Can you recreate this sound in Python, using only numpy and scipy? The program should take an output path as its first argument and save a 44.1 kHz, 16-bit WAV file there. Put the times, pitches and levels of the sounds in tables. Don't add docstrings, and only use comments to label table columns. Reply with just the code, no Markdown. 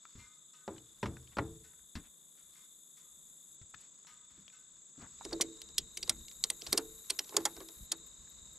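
import sys
import numpy as np
from scipy import signal
from scipy.fft import rfft, irfft, next_fast_len
from scipy.io import wavfile
from scipy.ndimage import uniform_filter1d, map_coordinates

SR = 44100
rng = np.random.default_rng(int(sys.argv[2]) if len(sys.argv) > 2 else 0)


def gain_from_db(level_db):
    decades = np.asarray(level_db, float) / 20
    return 10 ** decades


def to_wav(s):
    ch = np.atleast_2d(s).T
    pcm = np.round(np.clip(ch, -1, 1) * 32767)
    wavfile.write(sys.argv[1], SR, pcm.astype(np.int16))


N = 378378
MOVE_S = 5.19


def unit(x):
    return x / np.sqrt(np.mean(x ** 2) + 1e-20)


def peak_unit(x):
    return x / np.abs(x).max()


def along(points, hz):
    f, v = np.transpose(points)
    return np.interp(np.log(hz + 1), np.log(f + 1), v, left=v[0] - 40, right=v[-1] - 40)


def wobble(rate):
    return map_coordinates(rng.standard_normal(int(N * rate / SR) + 4), [np.arange(N) * rate / SR])


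def filtered(x, response):
    m = next_fast_len(x.shape[-1] + 4096)
    return irfft(rfft(x, m) * response(np.fft.rfftfreq(m, 1 / SR)), m)[..., :x.shape[-1]]


def rush(spectrum, alike):
    turn = np.arccos(np.clip(alike, -1, 1)) / 2
    mid, side = filtered(rng.standard_normal((2, N)), lambda hz: gain_from_db(along(spectrum, hz)))
    mid, side = np.cos(turn) * mid, np.sin(turn) * side
    return unit(np.array([mid + side, mid - side]))


def ring(modes, t, attack, rough, scatter_db=2):
    beats = np.arange(64) / 70
    x = 0
    for hz, db, t60 in modes:
        drift = rng.standard_normal(64) + 1j * rng.standard_normal(64)
        flutter = np.interp(t, beats, 1 + rough * drift)
        level = gain_from_db(db + scatter_db * rng.normal() - 60 * t / t60)
        x = x + level * np.imag(flutter * np.exp(2j * np.pi * (hz * t + rng.random())))
    return peak_unit(x * (1 - np.exp(-t / attack)))


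def burst(t, lo_hz, hi_hz, t60):
    x = filtered(rng.standard_normal(len(t)),
                 lambda f: 1 / np.sqrt((1 + (lo_hz / (f + 1)) ** 6) * (1 + (f / hi_hz) ** 6)))
    return peak_unit(x * gain_from_db(-60 * t / t60))


def swells(first_db, second_db, rows):
    t = np.arange(N) / SR
    bells = sum(gain_from_db(2 * db) * np.exp(-2 * ((t - s) / half) ** 2) for s, db, half in rows)
    return np.sqrt(gain_from_db(2 * np.where(t > MOVE_S, second_db, first_db)) + bells)


# freq_hz [Hz], t60_s [s]
YARD_DECAY = [(200, 0.3), (2000, .13), (5000, .06), (10000, 0.04)]


def add(track, s, x, pan_db, wet_db):
    hz, t, z = signal.stft(rng.standard_normal((2, SR // 6)), SR, nperseg=128)
    decay = gain_from_db(-60 * t / along(YARD_DECAY, np.clip(hz, 200, 10000))[:, None])
    tail = signal.istft(z * decay, SR, nperseg=128)[1]
    tail = 1.2 * tail[0] + .5 * tail
    wet = gain_from_db(wet_db) * signal.fftconvolve(x[None], tail / np.linalg.norm(tail[0]), axes=1)
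    wet[:, :len(x)] += x
    track[:, round(s * SR):][:, :wet.shape[1]] += gain_from_db([[pan_db / 2], [-pan_db / 2]]) * wet


# start_s [s], peak_db [dB], frame_knock_db [dB], handle_db [dB], decay_index (each steel
# contact dies away in about 1.3 * decay_index ** 0.49 ms)
DROPS = [(5.251, -28.5, -11, -17, 2.9), (5.3287, -29, -6.5, -32, 4), (5.41, -15, -21, -28, 7.4),
         (5.7817, -11.5, -39, -47, 3.55), (5.9729, -24, -30, -30, 2.7), (6.028, -26, -29, -25, 4.8),
         (6.0947, -12.5, -47, -19.5, 3.2), (6.4397, -11, -43.5, -31.5, 0.97),
         (6.5014, -14.5, -35.5, -27, 2.15), (6.6187, -31.5, -22.5, -56, 2.2),
         (6.6668, -31.5, -22, -11, 5.5), (6.7264, -13.5, -18, -13, 4.7), (6.7765, -12.5, -22.5, -14.5, 2.3),
         (7.1008, -16, -34.5, -21, 4), (7.1896, -18, -35, -20.5, 3.5), (7.3663, -11.5, -19.5, -14, 3.25),
         (7.4536, -14, -35, -7.5, 5.8), (7.9185, -18, -30.5, -16.5, 4.4)]
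# start_s [s], peak_db [dB], frame_knock_db [dB]
GRAZES = [(5.31, -45.5, -5), (5.617, -32.5, -33), (5.6885, -45.5, -18), (6.0766, -37, -13),
          (6.2827, -38.5, -42), (6.3136, -41, -30), (7.2443, -42.5, -24), (7.2929, -39.5, -17.5),
          (7.3220, -55, 6), (7.3420, -41.5, -2), (5.322, -58.5, 19.5), (5.400, -58, 21), (5.54, -61, -20),
          (5.568, -53, -16), (7.404, -43, -6), (7.5662, -39.5, -9.5), (7.604, -40, -8), (7.6311, -56, -14),
          (7.6866, -38.5, -21.5)]
# start_s [s], level_db [dB re
CONTACTS = [(5.2448, -12), (5.2482, -6), (5.2508, 1), (5.3286, -1), (5.3304, 0), (5.3316, -1), (5.4106, -2),
            (5.4117, -0.5), (5.416, -3), (5.7819, -4), (5.7819, 4), (5.7852, -5), (5.9715, -6), (5.9743, 3),
            (5.9764, -15), (6.0281, -8), (6.0296, -4), (6.0305, -3.5), (6.095, 2), (6.095, 0),
            (6.0994, -6.5), (6.4384, -15), (6.4394, 3), (6.442, -12), (6.445, -11), (6.5013, -4),
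            (6.5023, -3), (6.5026, -7), (6.6148, -11), (6.616, -9), (6.62, 3), (6.6663, 1), (6.6689, -6),
            (6.6705, 4), (6.7258, -14), (6.728, -1), (6.7283, -9), (6.7283, 3), (6.7753, -6), (6.777, 2.5),
            (6.779, -6), (6.7816, -5), (7.1013, 3), (7.1027, -0.5), (7.1052, 5.5), (7.1894, -1.5),
            (7.192, 2), (7.192, -1), (7.3659, -11), (7.3671, -3.5), (7.3681, -7), (7.371, -18), (7.4536, 1),
            (7.4573, -3), (7.462, -13), (7.9181, 3), (7.9203, 1), (7.9236, -2.5),
            (5.7800, -13), (7.4518, -12), (7.0985, -8), (7.9159, -15), (6.7239, -13), (6.7723, -19),
         (5.4210, -9), (7.1935, -18)]
# start_s [s], body_db (under 3 kHz) [dB], middle_db [dB], treble_db [dB]
GRIPS = [(5.25, -0.5, -3, -5.5), (5.328, -2, 7.5, -2), (5.41, -1, -2.5, -2.5), (5.781, -2, -1.5, -6.5),
         (5.973, 2.5, -1, -4), (6.028, 4, 10, 2), (6.095, 0.5, -1.5, 1.5), (6.439, -2.2, 3.2, -2),
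         (6.501, -1.5, -1, -3), (6.619, -4, 0, -11), (6.667, 4, 9, 1), (6.727, 0.1, 1.5, 0),
         (6.776, -2.5, 1, -3), (7.101, 1.2, 4, -2), (7.19, 0, -3, -9.5), (7.366, -1.5, 0, 2.2),
         (7.453, -4.5, -6.5, -5.5), (7.918, -0.3, 1.5, 2)]
# pitch_hz [Hz], width_hz [Hz], level_db [dB]
GEAR = [(2150, 210, -3.5), (3300, 150, 4), (4660, 135, 10), (4980, 720, 3), (5850, 23, 8), (6470, 98, -9),
        (6915, 43, 9), (7830, 160, 6), (8610, 70, 6), (8530, 17.3, 10.5), (9250, 560, 1), (11750, 490, 0)]
# freq_hz [Hz], density_db [dB per Hz]
SNAP = [(590, -57), (1000, -37.5), (2130, -8.5), (2390, -10.5), (4620, -1), (8550, -11.5), (9380, -6),
        (14800, -36), (16000, -60)]
# pitch_hz [Hz], level_db [dB], t60_s [s]
HANDLE = [(652, 10.5, 0.02), (851, 6.5, 0.045), (1068, 20, 0.018), (1240, 7, 0.018)]
# pitch_hz [Hz], level_db [dB], t60_s [s]
FRAME = [(281, -5.5, 0.27), (331, -4.5, 0.39), (393.6, 5.5, 0.13), (454.8, -4, 0.12), (508, 0.5, 0.095),
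         (561.6, -13.5, 0.18)]
# pitch_hz [Hz], level_db [dB], t60_s [s]
BEAM = [(328, 0, .5), (443, -1, .55)]
# freq_hz [Hz], left_lag_rad [rad]
PORTS = [(0, 0.1), (3000, 0.73), (6000, 0.45), (10000, 0.43), (13000, 1.34)]


def ratchet():
    track, t = np.zeros((2, N + SR)), np.arange(SR // 3) / SR
    lead = .006
    u = t[:SR // 16] - lead
    grazes = [(s, db, knock_db, knock_db + 6.5, 4.3) for s, db, knock_db in GRAZES]
    for s, db, frame_db, handle_db, decay_index in DROPS + grazes:
        hits = [(at - s, less_db) for at, less_db in CONTACTS if abs(at - s) < .012] or [(0, 0)]
        decay_s = 0.0013 * decay_index ** 0.49
        power = sum(gain_from_db(2 * less_db) * (u > at) * np.exp(-2 * np.abs(u - at) / decay_s)
                    for at, less_db in hits)
        blows = np.sqrt(power) * rng.standard_normal((2, len(u))) * np.exp(.3 * rng.standard_normal(len(u)))
        gains = [gain_from_db(g + 4.45 * rng.normal()) for c, w, g in GEAR]

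        def resonances(f):
            total = 0
            for k, (c, w, g) in enumerate(GEAR):
                damping = 1j * f * max(1.5 * w, 260)
                total = total + (-1) ** k * gains[k] * damping / (c * c - f * f + damping)
            return total

        low_db, mid_db, high_db = next((grip for at, *grip in GRIPS if abs(at - s) < .012), (0, 0, 0))
        dull_db = min(0.25 * (db + 11), 0)

        def tilt(f):
            grip_db = np.interp(f, [2500, 4250, 6400, 10900], [low_db, mid_db, 0, high_db])
            return gain_from_db((dull_db + 3.5) / (1 + (8000 / (f + 1)) ** 8) + grip_db)

        gear = filtered(blows[0], resonances)
        snap = filtered(blows[1], lambda f: gain_from_db(along(SNAP, f)))
        click = filtered(.9 * unit(gear) + unit(snap), tilt)
        held = [(hz, level, 0.73 * t60) for hz, level, t60 in FRAME]
        frame = ring(held, t, attack=0.0044, rough=0.72) + 1.4 * burst(t, 230, 610, t60=0.072)
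        frame += gain_from_db(-11) * ring(BEAM, t, attack=0.0091, rough=0.71)
        handle = ring(HANDLE, t, attack=0.00079, rough=1.0) + 0.7 * burst(t, 390, 1600, t60=0.073)
        knock = (1 - np.exp(-t / 0.0052)) * (gain_from_db(frame_db + 1.5) * frame + gain_from_db(handle_db + 1.5) * handle)
        blow = np.pad(knock, (round(lead * SR), 0))
        blow[:len(click)] += peak_unit(click)
        add(track, s - lead, gain_from_db(db) * blow, pan_db=-1.8, wet_db=-16)
    hz, turn = np.transpose(PORTS)
    sides = np.array([[-1], [1]])
    return filtered(track, lambda f: np.exp(.5j * np.interp(f, hz, turn) * sides))[:, :N]


# start_s [s], peak_db [dB], thud_db [dB], slap_db [dB], grit_db [dB]
KICKS = [(0.678, -38.5, -8.5, -2, -32), (1.029, -34.5, -3, -1.5, -7), (1.057, -43, 4, 1, -0.5),
         (1.369, -37.5, -7, -0.5, -6), (1.385, -34.5, -3.5, 3, -14)]
# pitch_hz [Hz], level_db [dB], t60_s [s]
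TRACK_MODES = [(72, -8, 0.78), (99.8, -1.5, 0.37), (126.7, -3, 0.62), (156, -5, 0.47), (218, 12, 0.056)]
# pitch_hz [Hz], level_db [dB], t60_s [s]
SLAP = [(553, -3, 0.114), (676, -13, 0.104), (785, -24, 0.091), (895, -4, 0.1), (990, -5, 0.08),
        (1214, 0, 0.045), (1500, -10, 0.04)]


def boot(track):
    t = np.arange(SR * 3 // 4) / SR
    for s, db, thud_db, slap_db, grit_db in KICKS:
        frame = ring(FRAME, t, attack=0.009, rough=0.88) + 1.74 * burst(t, 150, 540, t60=0.047)
        frame += 0.35 * burst(t, 250, 1080, t60=0.33)
        frame += gain_from_db(-9.5) * ring(BEAM, t, attack=0.014, rough=0.74)
        thud = ring(TRACK_MODES, t, attack=0.0024, rough=0.75) + .5 * burst(t, 40, 270, t60=0.51)
        slap = ring(SLAP, t, attack=0.00027, rough=0.86) + 1.96 * burst(t, 680, 1460, t60=0.043)
        grit = burst(t, 1360, 4100, t60=0.065)
        grit += gain_from_db(slap_db - grit_db - 6.5) * burst(t, 1500, 5300, t60=0.015)
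        kick = frame + gain_from_db(thud_db + 3.5) * thud + gain_from_db(slap_db + 2) * slap + gain_from_db(grit_db + 5) * grit
        add(track, s, gain_from_db(db) * (1 - np.exp(-t / 0.00046)) * kick, pan_db=0.5, wet_db=-15)


# start_s [s], peak_db [dB], heel_db [dB], grit_db [dB], t60_s [s]
STEPS = [(0.153, -50.5, -4, -8.5, 0.29), (1.954, -39.5, -9, 0, 0.12), (1.966, -40, -12, -11, 0.19),
         (3.614, -60.5, 4.5, -1, 0.09), (3.746, -60.5, -9, -7, 0.085), (4.304, -64, -11, -0.5, 1),
         (4.377, -56, -26, -7, 0.24), (4.976, -48, -31, -16, 0.19), (4.99, -52.5, -21.5, -8, 0.55),
         (5.025, -48.5, -12.5, -18, 0.11), (6.091, -48, -12.5, -17, 0.33), (7.364, -47.5, -15, -11, 0.68)]


def steps(track):
    t = np.arange(SR // 2) / SR
    soft = 1 - np.exp(-t / 0.00087)
    for s, db, heel_db, grit_db, t60 in STEPS:
        sole = burst(t, 188, 198, t60) + gain_from_db(heel_db + 9) * burst(t, 32, 124, 0.88 * t60)
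        crunch = burst(t, 1030, 1970, 0.85 * t60) + 0.99 * burst(t, 3700, 4600, 0.63 * t60)
        add(track, s, gain_from_db(db - 0.5) * (soft * sole + gain_from_db(grit_db) * crunch), pan_db=1.5, wet_db=-16.5)


# start_s [s], peak_db [dB], pitch_hz [Hz], left_right_db [dB]
STONES = [(0.053, -39.5, 1330, 4.5), (0.764, -42.5, 1530, 4), (0.781, -42.5, 3000, 7),
          (1.169, -39, 1500, 4), (1.274, -44, 3160, 5), (1.735, -50, 1300, 0.0), (1.793, -55, 1280, -0.5),
          (3.7402, -39.5, 1310, 3), (3.7443, -35, 1720, 5.5), (3.746, -42, 3600, 11), (4.049, -51, 1290, 8),
          (4.48, -40.5, 3300, 10), (4.5, -47.5, 2410, 6), (4.959, -55.5, 1270, 10), (5.2104, -35, 915, -3),
          (5.219, -40, 1030, -3), (8.273, -49, 1700, -4), (1.9538, -50, 2640, 4)]


def stones(track):
    t = np.arange(SR // 20) / SR
    for s, db, hz, pan_db in STONES:
        click = ring([(hz, 0, .03), (1.41 * hz, -6, .02)], t, attack=0.00009, rough=0)
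        click += 1.4 * burst(t, 0.78 * hz, 1.2 * hz, t60=0.015)
        top_hz = min(6700, 0.9 * hz) if s > MOVE_S else 6700
        click += 0.7 * burst(t, 200, top_hz, t60=0.018)
        add(track, s, gain_from_db(db - 11) * click, pan_db, wet_db=-18)


# start_s [s], peak_db [dB], upper_modes_db [dB]
CLANKS = [(0.1895, -59.5, 11.5), (0.534, -64, -8), (1.6405, -64.5, -3), (2.374, -68, -15),
          (2.5539, -67.5, 16), (2.9693, -64.5, 0), (4.0688, -57, 1), (4.5243, -61.5, -2)]
# pitch_hz [Hz], level_db [dB], t60_s [s]
CLANK_LOW = [(980, 5, 0.8), (1240, 16.5, 1), (1510, 9.5, 1), (1500, 19, 0.48), (1780, -8, .3)]
# pitch_hz [Hz], level_db [dB], t60_s [s]
CLANK_HIGH = [(2100, 9, 0.39), (2370, -1, 0.34), (3290, -5, 0.22)]


def clanks(track):
    t = np.arange(SR * 3 // 4) / SR
    for s, db, high_db in CLANKS:
        steel = ring(CLANK_LOW, t, attack=.002, rough=1.1, scatter_db=1)
        steel += gain_from_db(high_db - 5) * ring(CLANK_HIGH, t, attack=.002, rough=.4, scatter_db=1)
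        wash = 3.3 * burst(t, 1140, 7400, t60=0.33) + 0.51 * burst(t, 1500, 1700, t60=1.0)
        add(track, s, gain_from_db(db - 4) * (0.85 * steel + wash), pan_db=2.5, wet_db=-4.5)


# start_s [s], rms_db [dB], length_s [s], top_hz [Hz]
SCUFFS = [(1.313, -73.5, 0.037, 2620), (2.02, -77, 0.073, 3220), (3.753, -74.5, 0.13, 6700),
          (4.992, -65.5, 0.086, 1500), (5.009, -68.5, 0.027, 6200)]
# middle_s [s], level_db [dB], half_length_s [s]
RUSTLES = [(0.167, -80, 0.19), (0.745, -85, .15), (1.25, -83.5, 0.47), (2.587, -80, 0.084), (4.298, -85, 1),
           (5.304, -76, 0.27), (6.7, -70, 0.086), (7.367, -75.5, 0.37)]
# freq_hz [Hz], density_db [dB per Hz]
GRAVEL = [(400, -100), (1000, 6), (2000, -1), (2800, -2.5), (5000, 2), (9000, -4.5), (12600, -5),
          (13100, -33)]
# freq_hz [Hz], density_db [dB per Hz]
FIELD = [(8200, -19), (9500, -7), (10500, -20), (12500, -13), (14500, -25), (15500, -37)]


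def scuffing(track):
    for s, db, length, top_hz in SCUFFS:
        t = np.arange(round(length * SR)) / SR
        drag = np.sin(np.pi * t / length) * unit(burst(t, 780, top_hz, t60=9))
        add(track, s, gain_from_db(db + 6) * drag, pan_db=7, wet_db=-14.5)
    grains = np.exp(.25 * wobble(150))
    haze = gain_from_db(-75) * (np.arange(N) > MOVE_S * SR) * rush(FIELD, alike=0.27)
    return swells(-89.5, -80, RUSTLES) * gain_from_db(10) * unit(grains * rush(GRAVEL, alike=0.37)) + haze


def chirps(rate, top_hz, fall_hz, duty, rough):
    phase = np.cumsum(rate * (1 + .01 * wobble(3.4))) / SR + rng.random()
    cycle = np.clip(phase % 1 / duty, 0, 1)
    shape = np.sin(np.pi * cycle ** 2) ** .5
    hz = top_hz - fall_hz * cycle ** 3
    return unit(np.abs(shape) * np.exp(rough * wobble(300)) * np.sin(2 * np.pi * np.cumsum(hz) / SR))


# time_s [s], chorus_db [dB]
CRICKET_LEVEL = [(0, -58), (1.4, -63), (2.5, -60), (4.9, -58.5), (5.45, -55), (7.6, -57.5), (8.58, -54.5)]
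# freq_hz [Hz], density_db [dB per Hz]
CHORUS = [(3410, -58), (5800, -26), (6070, -14.5), (6600, 0.5), (6780, 1.5), (7590, 1), (8070, -5),
          (8350, -15), (8740, -17), (9000, -21), (11700, -36), (19800, -120)]


def crickets():
    ground_db = np.interp(np.arange(N) / SR, *np.transpose(CRICKET_LEVEL))
    moved = np.arange(N) > MOVE_S * SR
    near = chirps(27.8 + .9 * moved, 7930 - 80 * moved, fall_hz=560, duty=.8, rough=.15)
    second = chirps(35.5, 7100, fall_hz=411, duty=.7, rough=0.52)
    ground = rush(CHORUS, alike=.7) * gain_from_db([[1.2], [-1.2]])
    ground = ground + near * gain_from_db([[1.5], [-3]] - 1.5 * moved) + second * gain_from_db(-9)
    tree = 0
    for rate, hz, db, pan_db in [(60.1, 3620, -13, 9.4), (46.95, 3540, -4, 0.75), (56.2, 3690, -18.5, 16)]:
        singer = chirps(rate, hz + 170 * moved, fall_hz=77.2, duty=0.75, rough=0.42)
        tree = tree + singer * gain_from_db([[db + pan_db], [db - pan_db]])
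    blur = []
    for hz, wide in [(3590, 198), (3760, 170)]:
        hump = [(hz - 3 * wide, -26), (hz - wide, -5), (hz, 0), (hz + 1.8 * wide, -7), (hz + 3.6 * wide, -22)]
        blur.append(rush(hump, alike=0.57))
    tree = unit(tree) + gain_from_db(-2) * np.where(moved, blur[1], blur[0])
    ground = gain_from_db(ground_db + 0.93 * wobble(2.374)) * unit(ground)
    return ground + swells(-69.5, -63.5, []) * gain_from_db(wobble(4.9)) * unit(tree)


# start_s [s], end_s [s], full_db [dB], stroke_rate [strokes per s]
SONGS = [(0.1, 3.57, -72, 71), (5.85, 7.88, -62.5, 101)]
# freq_hz [Hz], density_db [dB per Hz]
WINGS = [
    [(5000, -39), (8500, -5.5), (9450, 1), (10100, 0.5), (10300, -9.5), (11500, -1), (12100, -4), (13100, -13), (14700, -19), (15300, -49), (15500, -39)],
    [(5000, -48), (8500, -15), (9760, -2.5), (10700, -9), (11300, -2), (11900, 0.5), (12700, -9), (13500, -15), (14900, -23), (15500, -39)],
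]
# start_s [s], peak_db [dB]
TICKS = [(3.699, -47), (3.806, -45.5), (4.0741, -57), (4.3061, -54), (4.3984, -50), (4.593, -49),
         (7.9672, -44), (8.0625, -42), (8.292, -43.5), (8.529, -46.5)]


def katydids(track):
    t, buzz = np.arange(N) / SR, 0
    for (start, end, full_db, pace), wing, pan_db, fade_db in zip(SONGS, WINGS, (3, 2), (0.1, 3.5)):
        db = full_db - 14 * np.exp(-np.abs(t - start) / 0.78) - fade_db * np.exp(-np.abs(end - t) / 0.25)
        rate = pace * (1 - 0.077 * np.exp(-np.abs(end - t) / .15))
        singing = np.clip(np.minimum((t - start) / .1, (end - t) / 0.023), 0, 1)
        stroke = 0.14 + uniform_filter1d(gain_from_db(-14 * (np.cumsum(rate) / SR % 1)), size=30)
        song = unit(stroke * rush(wing, alike=0.24))
        buzz = buzz + singing * gain_from_db(db + 6.5) * song * gain_from_db([[pan_db], [-pan_db]])
    t = t[:1000]
    for s, db in TICKS:
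        wing_hz = 11900 if s > MOVE_S else 10300
        for late in (0, .007):
            rasp = burst(t, 6000, 14000, t60=0.032)
            tick = unit(filtered(rasp, lambda f: 1 / (1 + ((f - wing_hz) / 1100) ** 2)))
            add(track, s + late, gain_from_db(db - 34) * (1 - np.exp(-t / 0.0007)) * tick, pan_db=28, wet_db=-12)
    return buzz


# middle_s [s], level_db [dB], half_length_s [s]
GUSTS = [(1.15, -76, 0.13), (1.553, -75, .12), (3.15, -94, 0.17), (4.55, -89, .1), (5.44, -66.5, 0.21),
         (5.816, -63.5, 0.066), (6.154, -69.5, 0.25), (6.644, -73, 0.52), (7.354, -70, 0.15),
         (7.802, -65.5, 0.039), (8.5, -77, 0.11)]
# freq_hz [Hz], density_db [dB per Hz]
WIND = [(20, -2), (35, -3), (60, 1.5), (90, -9), (130, -8), (250, -13)]
# freq_hz [Hz], density_db [dB per Hz]
HUM = [(79, -81), (135, 1.5), (194, 1), (269, -5), (469, -7), (830, -16), (1010, -12.5), (2140, -23),
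       (2570, -42), (3000, -20.5), (3900, -70), (6600, -120)]


def air():
    wind = swells(-93.5, -79.5, GUSTS) * gain_from_db(5.5 + 5.1 * wobble(13)) * rush(WIND, alike=0.91)
    hum = swells(-80.5, -74.5, []) * gain_from_db(5.5 + wobble(3.6)) * rush(HUM, alike=0.18)
    return wind + hum * gain_from_db([[-2.5], [2.5]])


def scene():
    track = np.zeros((2, N + 2 * SR))
    steady = crickets() + katydids(track) + scuffing(track) + air()
    for source in (boot, steps, stones, clanks):
        source(track)
    return track[:, :N] + steady + ratchet()


def band_limit(x):
    return signal.sosfilt(signal.butter(12, 16460, fs=SR, output="sos"), x)


def record(dry):
    heard = filtered(dry, lambda hz: 1 / np.sqrt(1 + (hz / 14500) ** 16) / (1 + (hz / 15900) ** 60))
    return band_limit(heard)


dry = scene()
out = record(dry)
to_wav(out)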